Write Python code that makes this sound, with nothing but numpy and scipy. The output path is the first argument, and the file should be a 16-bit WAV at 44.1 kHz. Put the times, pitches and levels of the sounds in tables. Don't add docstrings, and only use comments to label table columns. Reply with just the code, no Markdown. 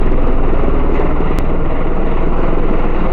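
import sys
import numpy as np
from scipy import signal
from scipy.fft import rfft, irfft, next_fast_len
from scipy.io import wavfile
from scipy.ndimage import uniform_filter1d, map_coordinates

SR = 44100
rng = np.random.default_rng(int(sys.argv[2]) if len(sys.argv) > 2 else 0)


def materialize(psi):
    bounded = np.clip(np.atleast_2d(psi).T, -1, 1)
    quanta = np.round(bounded * 32767).astype(np.int16)
    wavfile.write(sys.argv[1], SR, quanta)


def gain_from_db(level_db):
    decades = np.asarray(level_db, float) / 20
    return 10 ** decades


N = 137592
SKIP_AT_S, SKIP_S = 1.38703, .0222


def unit(x):
    return x / np.sqrt(np.mean(x ** 2) + 1e-20)


def curves(rows):
    s, *columns = np.transpose(rows)
    return [np.interp(np.arange(N) / SR, s, column) for column in columns]


def wobble(rate):
    points = rng.standard_normal(int(N * rate / SR) + 4)
    return map_coordinates(points, [np.arange(N) * rate / SR])


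def filtered(x, response):
    size = next_fast_len(N + 8192)
    hz = np.fft.rfftfreq(size, 1 / SR)
    return irfft(rfft(x, size) * response(hz), size)[:N]


def blade_angle():
    blade_hz, start_rad = 19.33, 1.47
    t = np.arange(N) / SR
    craft_time = t + SKIP_S * (t >= SKIP_AT_S)
    return start_rad + 2 * np.pi * blade_hz * craft_time


def beat(angle):
    # t/s, first/dB, second/dB, third/dB
    low_levels = [(0, -6.3, -15, -25), (.4, -6.7, -17, -26), (.72, -7.7, -19, -19), (1.3, -8.9, -22, -21),
                  (1.78, -9.2, -28, -26), (2.25, -7.4, -23.5, -23), (2.7, -7.3, -24, -32),
                  (3.12, -8, -23.5, -26)]
    # overtone number, lag/rad, change/(rad/s)
    low_lags = [(1, 0, 0), (2, -3.0, .75), (3, -2, -1)]
    # overtone number, peak level/dB
    high_levels = [(4, -32), (5, -37), (6, -31.5), (7, -32), (8, -34), (9, -32)]
    t = np.arange(N) / SR
    total = np.zeros(N)
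    for db, (k, lag, turn) in zip(curves(low_levels), low_lags):
        total += gain_from_db(db + .3 * wobble(4)) * np.cos(k * angle + lag + turn * t)
    for k, db in high_levels:
        total += gain_from_db(db + 2.5 * wobble(3)) * np.cos(k * angle + 2.5 + .8 * wobble(2.5))
    return total


def hard_slaps(low):
    # t/s, peak level/dB, ring f/Hz
    hard_hits = [(0.018, -6.5, 360), (0.0646, -6, 343), (0.1154, -10.5, 360), (0.1212, -6.5, 370),
                 (0.1497, -12, 280), (0.168, -15, 305), (0.2238, -8.5, 330), (0.2733, -9, 436),
                 (0.325, -14, 406), (0.3732, -16, 429), (0.4074, -11, 378), (0.4271, -15, 327),
                 (0.4825, -7.5, 365), (0.5307, -11.5, 362), (0.5367, -7, 335), (0.6375, -6.5, 356),
                 (0.6836, -3, 297), (0.74, -8.5, 357), (0.7918, -10.5, 318), (0.845, -10.5, 355),
                 (0.8964, -9.5, 382), (0.9009, -8, 333), (0.9237, -6, 335), (0.9375, -10.5, 325),
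                 (0.9463, -10.5, 354), (0.9984, -4, 410), (1.0488, -6, 326), (1.1461, -12, 299),
                 (1.1532, -12, 322), (1.2069, -3, 327), (1.31, -6.5, 340), (1.388, -16.5, 317),
                 (1.4427, -10.0, 290), (1.5189, -9, 340), (1.5496, -11.5, 400), (1.862, -11.5, 363),
                 (1.9165, -13.5, 294), (2.0432, -10, 352), (2.1636, -11, 356), (2.2745, -7.5, 361),
                 (2.394, -6.5, 332), (2.426, -11, 330), (2.5329, -7.5, 274), (2.5753, -7, 357),
                 (2.6081, -15.5, 270), (2.6548, -9.5, 350), (2.7065, -15, 254), (2.7117, -3, 264),
                 (2.75, -10.5, 410), (2.863, -11.5, 284), (2.8972, -11.5, 346), (2.915, -20, 343),
                 (3.016, -10, 249), (3.022, -9, 324), (3.1115, -15, 350)]
    half_length_s, hush_share = 0.0017, 0.52
    s, db, hz = np.transpose(hard_hits)[:, :, None]
    t = np.arange(-SR // 50, SR // 50) / SR
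    at = np.clip(np.round(s * SR) + np.round(t * SR), 0, N - 1).astype(int)
    shape = np.exp(-.5 * (t / half_length_s) ** 2)
    lean = np.sign(low[(s * SR).astype(int)])
    rings = lean * gain_from_db(db) * shape * np.cos(2 * np.pi * hz * t)
    nearness = shape ** .4 + 0 * s
    near = np.bincount(at.ravel(), nearness.ravel(), N)
    hush = 1 - hush_share * np.clip(near, 0, 1)
    return np.bincount(at.ravel(), rings.ravel(), N), hush


def soft_slaps(angle):
    # t/s, level/dB
    slap_level = [(0, -24.5), (.45, -32), (.75, -29.5), (1.3, -21.5), (1.75, -31), (2.2, -32), (2.7, -34.5),
                  (3.12, -51)]
    # f/Hz, width/Hz, level/dB
    thud_rings = [
        (300, 110, 9),
        (404, 81, -3.5),
        (1070, 1200, -22.5),
    ]
    late_s, scatter_s, scatter_db = .003, .0035, 2.5
    troughs = np.flatnonzero(np.diff(np.floor(angle / (2 * np.pi) + .5))) / SR
    chance = rng.standard_normal((len(troughs), 2, 3))
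    s = troughs[:, None] + late_s + scatter_s * chance[:, 0]
    at = np.clip(s * SR, 0, N - 1).astype(int)
    blows = np.bincount(at.ravel(), gain_from_db(scatter_db * chance[:, 1]).ravel(), N)

    def ring(f):
        total = 0
        for centre, width, db in thud_rings:
            total = total + gain_from_db(db) * 1j * f * width / (centre ** 2 - f ** 2 + 1j * f * width)
        return total / (1 + (f / 1200) ** 4)

    return -gain_from_db(curves(slap_level)[0] - 10) * unit(filtered(blows, ring))


def rush(colour, patchy_db):
    z = signal.stft(rng.standard_normal(N), nperseg=512)[2]
    across_pitch = uniform_filter1d(rng.standard_normal(z.shape), size=6, axis=0)
    patches = unit(uniform_filter1d(across_pitch, size=10, axis=1))
    noise = signal.istft(z * gain_from_db(patchy_db * patches), nperseg=512)[1][:N]
    f, db = np.transpose(colour)
    return unit(filtered(noise, lambda hz: gain_from_db(np.interp(np.log(hz + 1), np.log(f), db, -120, -120))))


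def roar(angle):
    # t/s, level/dB
    wash_level = [(0, -20.5), (.3, -18.5), (.6, -18.5), (.95, -17.5), (1.3, -18.5), (1.6, -20.5),
                  (1.85, -19), (2.2, -19), (2.6, -17.5), (3.12, -18.5)]
    jet_level = [(0, -37), (.3, -39), (.6, -36.5), (.915, -38), (.945, -31), (1.04, -36.5), (1.2, -38.5),
                 (1.3, -34.5), (1.38, -33), (1.45, -38), (1.6, -42), (1.77, -36.5), (1.95, -40),
                 (2.18, -35.5), (2.36, -40), (2.62, -36), (3.12, -35.5)]
    hiss_level = [(0, -67), (.5, -63.5), (.915, -63), (.945, -54), (1.03, -63), (1.2, -64), (1.36, -61),
                  (1.5, -67), (2.2, -62), (3.12, -61)]
    # f/Hz, level/(dB per Hz)
    wash_colour = [(25, -11.5), (90, -15), (150, -6.5), (245, -2.5), (310, -4), (500, -5.5), (590, -9.5),
                   (1700, -58.5)]
    body_colour = [(400, -26.5), (650, 0), (880, -4.5), (1100, -2.5), (1400, -7.5), (1650, -19.5),
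                   (2000, -42)]
    jet_colour = [(1400, -39.5), (1700, -4.5), (2000, 1.5), (2350, -4.5), (2800, -5), (3150, -17),
                  (3900, -19.5), (4150, -29.5)]
    hiss_colour = [(3900, -16), (4150, -3.5), (4500, 0.5), (5100, -15), (5650, -9.5), (6000, -10.5),
                   (6500, -8), (8800, -21.5)]
    shared_db = 0.8 * wobble(11.1) + 0.13 * wobble(45)

    def swell(depth_db, late_rad):
        return unit(gain_from_db(depth_db * np.cos(angle - np.pi - late_rad) + shared_db))

    wash = swell(1.6, 1.0) * rush(wash_colour, patchy_db=0.5)
    body = gain_from_db(-5.5) * swell(1.6, 1.6) * rush(body_colour, patchy_db=-0.42)
    jet = swell(1.5, 1.9) * rush(jet_colour, patchy_db=1.18)
    hiss = swell(1.5, 1.3) * rush(hiss_colour, patchy_db=1.3)
    flow = gain_from_db(curves(wash_level)[0] - 3)
    bright = flow * body + gain_from_db(curves(jet_level)[0]) * jet + gain_from_db(curves(hiss_level)[0]) * hiss
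    return flow * wash, bright


def ground(x):
    # t/s, delay/ms
    echo_delay = [(0, 8.03), (1.2, 6.65), (2.2, 6.13), (3.12, 5.72)]
    echo_db, echo_top_hz = -5.5, 850
    dull = filtered(x, lambda hz: 1 / (1 + (hz / echo_top_hz) ** 2))
    late = np.arange(N) - curves(echo_delay)[0] * SR / 1000
    return x + gain_from_db(echo_db) * map_coordinates(dull, [late], mode="mirror")


def scene():
    angle = blade_angle()
    low = beat(angle)
    rings, hush = hard_slaps(low)
    wash, bright = roar(angle)
    dull_part = hush * ground(soft_slaps(angle) + wash)
    bright_part = np.sqrt(hush) * ground(bright)
    return (low + rings + dull_part + bright_part)[None]


def roll_off(x):
    return signal.sosfilt(signal.butter(12, 21000, fs=SR, output="sos"), x)


def record(dry):
    overload, leak_db = .705, -15
    dulling = signal.butter(6, 7800, fs=SR, output="sos")
    top_limit = signal.butter(30, 16300, fs=SR, output="sos")
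    flattened = np.clip(dry, -overload, overload)
    pieces = np.split(flattened, [int(np.ceil(SKIP_AT_S * SR))], axis=1)
    joined = np.hstack([signal.sosfiltfilt(dulling, p) + gain_from_db(leak_db) * p for p in pieces])
    mix = signal.sosfiltfilt(top_limit, joined / (1 + gain_from_db(leak_db)))
    return roll_off(mix)


dry = scene()
out = record(dry)
materialize(out)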